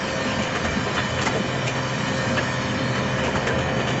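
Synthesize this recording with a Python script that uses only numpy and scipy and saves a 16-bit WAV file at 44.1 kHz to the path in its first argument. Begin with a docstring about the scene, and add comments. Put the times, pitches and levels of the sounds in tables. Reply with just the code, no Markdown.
"""Wood shredder, close up

One microphone stands close to a running shredder. The drive rumbles and hums, the frame shudders
and the rotor whines as it churns wood in a ringing steel housing. Chips rattle through the chute
and patter onto the heap below. Larger pieces crunch in the cutters, thump the chamber wall and
bang against the knives."""
import sys
import numpy as np
from scipy import signal
from scipy.fft import rfft, irfft, next_fast_len
from scipy.io import wavfile
from scipy.ndimage import uniform_filter1d, map_coordinates

SR = 44100
rng = np.random.default_rng(int(sys.argv[2]) if len(sys.argv) > 2 else 0)


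def bounce(signal):
    """Save signal as a 16-bit WAV file at the path given by the first command-line argument."""
    frames = np.transpose(np.atleast_2d(signal))
    limited = np.clip(frames, -1, 1)
    pcm = np.round(limited * 32767).astype(np.int16)
    wavfile.write(sys.argv[1], SR, pcm)


N = 176400
TOP_HZ = 7700  # upper edge of what the microphone hears


def amp(db):
    return 10 ** (np.asarray(db) / 20)


def unit(x):
    return x / np.sqrt(np.mean(x ** 2) + 1e-20)


def curves(rows):
    """One value per sample for each column after the time."""
    times, *columns = np.transpose(rows)
    return [np.interp(np.arange(N) / SR, times, column) for column in columns]


def wobble(rate):
    """A smooth random curve, rate knots a second."""
    return map_coordinates(rng.standard_normal(2000), [np.arange(N) * rate / SR + 3], mode="mirror")


def filtered(x, response):
    """x through a gain that depends on frequency."""
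    size = next_fast_len(N + 8192)
    return irfft(rfft(x, size) * response(np.fft.rfftfreq(size, 1 / SR)), size)[:N]


def coloured(x, spectrum):
    """x shaped by rows of freq_hz, gain_db; rms 1."""
    freqs, db = np.transpose(spectrum)
    def gain(hz):
        return amp(np.interp(np.log(hz + 1), np.log(freqs), db, left=-100, right=-100))
    return unit(filtered(x, gain))


def tone(hz, db, flutter_hz, swing_db, drift_hz=0.866):
    """A turning part's tone, slightly unsteady in pitch and level."""
    pitch = hz + drift_hz * wobble(3.067) + flutter_hz * wobble(30.38)
    peak = amp(db + swing_db * wobble(8)) * np.sqrt(2)
    return peak * np.sin(2 * np.pi * (np.cumsum(pitch) / SR + rng.random()))


def impacts(rate, spread_db, spots=4, echo_t60=0.055, echo_db=-2.5):
    """Uneven random blows, rate a second, at spots in the chamber that each have a short echo; rms 1."""
    hits = (rng.random(N) < rate / SR) * rng.choice([-1, 1], N)
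    blows = hits * amp(spread_db * np.clip(rng.standard_normal(N), -2, 2))
    spot = rng.integers(spots, size=N)
    out, t = blows.copy(), np.arange(SR // 10) / SR
    for k in range(spots):
        echo = rng.standard_normal(len(t)) * amp(-60 * t / echo_t60)
        out += amp(echo_db) * signal.oaconvolve(blows * (spot == k), echo / np.linalg.norm(echo))[:N]
    return unit(out)


def pelted(modes):
    """Steel modes kept ringing by a hail of chips; rms 1."""
    t = np.arange(SR // 2) / SR
    ring = sum(amp(db - 60 * t / t60) / np.sqrt(t60) * np.sin(2 * np.pi * hz * t)
               for hz, db, t60 in modes)
    return unit(signal.fftconvolve(impacts(rate=790, spread_db=1.5), ring)[:N])


# Relative levels of the drive, close by: time_s, rumble_db, hum_db
DRIVE_LEVELS = [(0, -35, -49), (.22, -35, -51), (.4, -29, -49), (.5, -32.5, -39), (1.25, -30.5, -36.5),
                (1.8, -35.5, -32.5), (2.3, -28.5, -31), (2.52, -32.5, -36), (3.0, -28, -32.5),
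                (3.6, -31.5, -32), (4, -28, -35)]
# Spectrum of the rumble: freq_hz, gain_db
RUMBLE_SPECTRUM = [(35, -45.5), (60, -22), (85, -6), (99, -6), (118, 3.5), (142, 0), (170, -5.5), (195, 4),
                   (230, -0.5), (265, 0), (290, -32.5), (450, -35)]
def drive(rumble_gain_db=0.5):
    """The drive turns with a low rumble and its main hum."""
    rumble_db, hum_db = curves(DRIVE_LEVELS)
    rumble = amp(rumble_db + rumble_gain_db) * coloured(rng.standard_normal(N), RUMBLE_SPECTRUM)
    return rumble + tone(hz=129.2, db=hum_db, flutter_hz=2.51, swing_db=2.5)


# The frame's shudder at the microphone: time_s, level_db
SHUDDER_LEVELS = [(0, -56), (.58, -45), (.73, -37), (.9, -44), (1.1, -37), (1.4, -51), (2.6, -57),
                  (3.27, -37.5), (3.6, -37), (4, -64)]
# Its spectrum: freq_hz, gain_db
SHUDDER_SPECTRUM = [(10, -43), (25, -26.5), (42, -9), (65, 0), (85, 12), (130, -30.5)]
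def frame_shudder():
    """The frame shakes in swells of deep noise."""
    return amp(curves(SHUDDER_LEVELS)[0]) * coloured(rng.standard_normal(N), SHUDDER_SPECTRUM)


# The rotor's whine, close by: time_s, level_db
WHINE_LEVELS = [(0, -37.5), (.3, -35.5), (.55, -38.5), (1.8, -39.5), (1.95, -37.5), (2.5, -36.5),
                (3.25, -34.5), (4, -34.5)]
# Weaker tones of drive and rotor: pitch_hz, level_db
WEAK_TONES = [(69.5, -49.5), (88, -44), (112, -56), (154, -43), (261, -43.5), (300, -47.5), (598.4, -45.5),
              (1008, -45), (1186, -46.5), (1585, -46), (1782, -48.5), (2336, -47), (2492, -57),
              (3019, -51.5)]
def rotor_whine():
    """The spinning rotor whines over the machine's weaker tones."""
    whine = tone(hz=527, db=curves(WHINE_LEVELS)[0], flutter_hz=3.5, swing_db=3)
    return whine + sum(tone(hz, db, flutter_hz=2.75, swing_db=3.5) for hz, db in WEAK_TONES)


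# Relative levels of the roar from the chamber: time_s, low_db, upper_db
CHURN_LEVELS = [(0.0, -32, -31), (1.14, -32, -30), (1.5, -30, -32), (1.65, -30.5, -31), (1.92, -33, -30),
                (2.23, -31.5, -30.5), (2.67, -33, -30), (3.12, -30.5, -30.5), (3.7, -28.5, -31),
                (4.0, -27.5, -30)]
# Spectra of the low and the upper roar: freq_hz, gain_db
LOW_SPECTRUM = [(150, -35), (290, -1.5), (390, 1), (500, 0.5), (575, -1.5), (660, -2.5), (800, -2.5),
                (1000, -17.5), (1500, -43)]
UPPER_SPECTRUM = [(500, -22.5), (750, -10), (890, 5.5), (1130, 3), (1440, 2), (1520, -9), (1700, 5.5),
                  (1830, -3), (1920, 0), (2400, -2), (2750, -5), (3030, -5), (3350, -13), (4100, -16),
                  (5500, -52.5)]
def churn(low_gain_db=-0.78, upper_gain_db=-1):
    """Wood tumbles in the chamber: a roar of countless blows that surge together."""
    low_db, upper_db = curves(CHURN_LEVELS)
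    surge_db = 0.43 * wobble(22.29)
    low = coloured(impacts(rate=2500, spread_db=4.5), LOW_SPECTRUM)
    upper = coloured(impacts(rate=3000, spread_db=0.5), UPPER_SPECTRUM)
    return amp(surge_db) * (amp(low_db + low_gain_db) * low + amp(upper_db + upper_gain_db) * upper)


# Relative level of the chip stream: time_s, level_db
CHIP_FLOW = [(0, -34.5), (.2, -37), (.33, -34), (.52, -36), (.7, -36), (1.3, -36), (1.43, -37.5),
             (1.75, -36.5), (2.05, -34.5), (2.6, -35.5), (3.05, -38), (3.4, -38.5), (3.57, -41), (4, -38.5)]
# Spectrum of the chips: freq_hz, gain_db
CHIP_SPECTRUM = [(1500, -26.5), (3000, 4), (3700, 5.5), (4300, 6), (4720, 5), (5000, 2), (5450, 3),
                 (6100, 3), (6500, 1), (7100, 1), (7800, -1)]
# Modes of the steel chute: pitch_hz, level_db, t60_s
CHUTE_MODES = [(3632, 1, 0.087), (4744, -2, 0.088), (5510, 1.5, 0.065), (6570, 0, 0.038)]
def chip_stream(gain_db=-6, chute_db=-5):
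    """Small chips rattle through the chute and patter on the heap below."""
    landings = impacts(rate=4600, spread_db=3.5) + 0.65 * rng.standard_normal(N)
    patter = coloured(patchy(landings, depth_db=4.5), CHIP_SPECTRUM)
    ringing = coloured(clinks(), CHIP_SPECTRUM) + amp(chute_db) * pelted(CHUTE_MODES)
    return amp(curves(CHIP_FLOW)[0] + gain_db) * (patter + ringing)


def patchy(x, depth_db):
    """x with narrow patches of colour that come and go."""
    spectra = signal.stft(x, nperseg=1024)[2]
    patches = uniform_filter1d(rng.standard_normal(spectra.shape), size=3, axis=0)  # across pitch
    patches = uniform_filter1d(patches, size=30, axis=1)  # across time
    return signal.istft(spectra * amp(depth_db * unit(patches)), nperseg=1024)[1][:N]


def clinks(per_second=190, lowest_hz=1500, t60=0.57):
    """Each chip that hits the chute rings briefly at a pitch of its own."""
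    out, t = np.zeros(N + SR), np.arange(SR // 4) / SR
    for when, pitch, softness in rng.random((int(per_second * N / SR), 3)):
        hz = lowest_hz + pitch * (TOP_HZ - lowest_hz)
        db = -2 * np.log(max(softness, 0.05))  # a few stand out, by up to 6 dB
        out[int(when * N):][:len(t)] += amp(db - 60 * t / t60) * np.sin(2 * np.pi * hz * t)
    return out[:N]


# Modes of the steel housing, levels relative: pitch_hz, level_db, t60_s
HOUSING_MODES = [(212, 4, 0.14), (456, -6.5, 0.062), (641, 1, 0.33), (928, -5.5, 0.58), (1018, -7, 0.091),
                 (1046.6, 1.5, 0.3), (1494, -1.5, 0.11), (1815, 2.5, 0.24), (1980, -6, 0.31),
                 (2457, -2.5, 0.075), (3030, -0.5, 0.044)]
def housing_ring(level_db=-34):
    """The housing rings as chips pelt it from inside."""
    return amp(level_db) * pelted(HOUSING_MODES)


# Pieces in the cutters, levels relative: start_s, length_s, thud_db, knock_db, crack_db, splinter_db
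CAUGHT_PIECES = [(0.078, 0.012, -31, -35, -27, -37), (0.261, 0.062, -47, -33, -29, -41),
                 (0.386, 0.0084, -20, -38, -29, -41), (0.42, 0.011, -30, -37, -28, -29.5),
                 (0.549, 0.011, -20.5, -19, -33, -30), (0.638, 0.015, -19, -21.5, -32, -31.5),
                 (0.852, 0.015, -22, -32, -35, -55), (0.942, 0.015, -29, -24, -35, -29.5),
                 (0.969, 0.025, -23.5, -19, -28, -44), (1.185, 0.0088, -32, -22, -25, -32),
                 (1.211, 0.017, -33, -25, -31, -25.5), (1.256, 0.017, -20.5, -19.5, -50, -26),
                 (1.337, 0.036, -24.5, -28.5, -44, -49), (1.665, 0.016, -23, -33, -24, -26.5),
                 (2.366, 0.018, -20, -19.5, -24.5, -40), (2.944, 0.032, -25, -23.5, -39, -35),
                 (3.179, 0.0092, -51, -21, -31, -35), (3.234, 0.024, -52, -26.5, -26, -33),
                 (3.267, 0.011, -20.5, -26, -47, -40), (3.349, 0.013, -42, -23, -40, -31.5),
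                 (3.465, 0.012, -19.5, -22, -26, -28), (3.584, 0.0081, -44, -23, -26, -32),
                 (3.794, 0.0089, -20, -21, -29, -36), (3.869, 0.041, -29, -24, -27.5, -33)]
# Bands of thud, knock, crack and splinter: low_hz, high_hz
CRUNCH_BANDS = [(250, 755), (800, 1970), (2100, 3010), (3800, 7740)]
def crunches(gain_db=-4.5, attack_s=0.0036, tail_t60=0.14, blow_db=-7, blow_t60=0.014):
    """Each larger piece takes a hard first blow and breaks in a burst of fractures."""
    fractures = impacts(rate=2600, spread_db=4.5)
    bands = [signal.sosfilt(signal.butter(2, edges, "band", fs=SR, output="sos"), fractures)
             for edges in CRUNCH_BANDS]
    out, t = np.zeros(N), np.arange(SR // 4) / SR
    attack = 1 - np.exp(-t / attack_s)
    blow = amp(blow_db - 60 * t / blow_t60)
    for start_s, length_s, *levels in CAUGHT_PIECES:
        span = slice(round(start_s * SR), round(start_s * SR) + len(t))
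        breaking = amp(-60 * np.maximum(t - length_s, 0) / tail_t60)
        envelope = (attack * (breaking + blow))[:len(out[span])]
        envelope_rms = np.sqrt(np.mean(envelope ** 2))
        for db, band in zip(levels, bands):
            out[span] += amp(db + gain_db) * envelope_rms * unit(band[span] * envelope)
    return out


# Solid pieces hitting the chamber wall, levels relative: start_s, pitch_hz, level_db, t60_s
WALL_HITS = [(0.253, 247, -19, 0.11), (.389, 212, -16, .14), (.41, 2331, -29.5, 0.2),
             (0.681, 2336, -27.5, .3), (0.769, 212, -21, 0.11), (0.867, 404, -23, 0.14),
             (0.978, 1360, -25, 0.095), (.98, 3500, -29.5, 0.19), (1.265, 2036, -15, 0.046),
             (1.265, 740, -21, 0.064), (1.274, 886, -18, 0.072), (1.349, 450, -24, 0.21),
             (1.362, 3020, -35.5, .35), (1.399, 197, -19, 0.13), (1.671, 2417, -26, 0.17),
             (2.375, 2630, -21.5, 0.057), (2.382, 1690, -17.5, 0.066), (3.28, 946, -18.5, 0.075),
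             (3.355, 892, -22.5, 0.13), (3.47, 1766, -20.5, 0.064), (3.488, 1710, -20.5, 0.056),
             (3.497, 467, -23.5, 0.13), (3.507, 1574, -21, 0.066), (3.803, 1780, -22, .06)]
def wall_thumps(gain_db=2, attack_s=0.0013):
    """A solid piece strikes the wall and rings briefly at its own pitch."""
    out, t = np.zeros(N + SR), np.arange(SR // 3) / SR
    for start_s, hz, db, t60 in WALL_HITS:
        envelope = (1 - np.exp(-t / attack_s)) * amp(db + gain_db - 60 * t / t60)
        out[round(start_s * SR):][:len(t)] += envelope * np.sin(2 * np.pi * hz * t)
    return out[:N]


# Hard knife blows inside the chamber, levels relative: start_s, level_db, pitch_hz
KNIFE_BLOWS = [(1.2631, -14, 1300), (1.366, -16, 620), (2.372, -10, 1210), (2.375, -11, 600),
               (2.3855, -13, 2200), (2.392, -12, 1700), (2.429, -13, 1350), (3.357, -10, 1500),
               (3.4725, -4, 1900), (3.479, -13, 700)]
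def knife_strikes(gain_db=-3.5, decay_cycles=11, wall_db=-3.5, wall_t60=0.042):
    """A knife meets wood: a sharp knock of a few cycles, which the chamber walls scatter."""
    out, t = np.zeros(N + SR), np.arange(SR // 20) / SR
    for start_s, db, hz in KNIFE_BLOWS:
        knock = np.sin(2 * np.pi * hz * t) * amp(-60 * t * hz / decay_cycles)
        knock *= amp(db + gain_db) / knock.max()
        walls = rng.standard_normal(len(t)) * amp(-60 * t / wall_t60)
        echo = signal.fftconvolve(knock, walls / np.linalg.norm(walls))[:len(t)]
        out[round(start_s * SR):][:len(t)] += knock + amp(wall_db) * echo
    return out[:N]


def scene():
    """The whole shredder in mono, from one spot close by."""
    running = drive() + frame_shudder() + rotor_whine() + churn() + chip_stream() + housing_ring()
    return (running + crunches() + wall_thumps() + knife_strikes())[None]


def record(dry):
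    """The microphone feeds a recorder that cuts off steeply above TOP_HZ."""
    return filtered(dry[0], lambda hz: 1 / np.sqrt(1 + np.minimum(hz / TOP_HZ, 2) ** 300))[None]


dry = scene()
out = record(dry)
bounce(out)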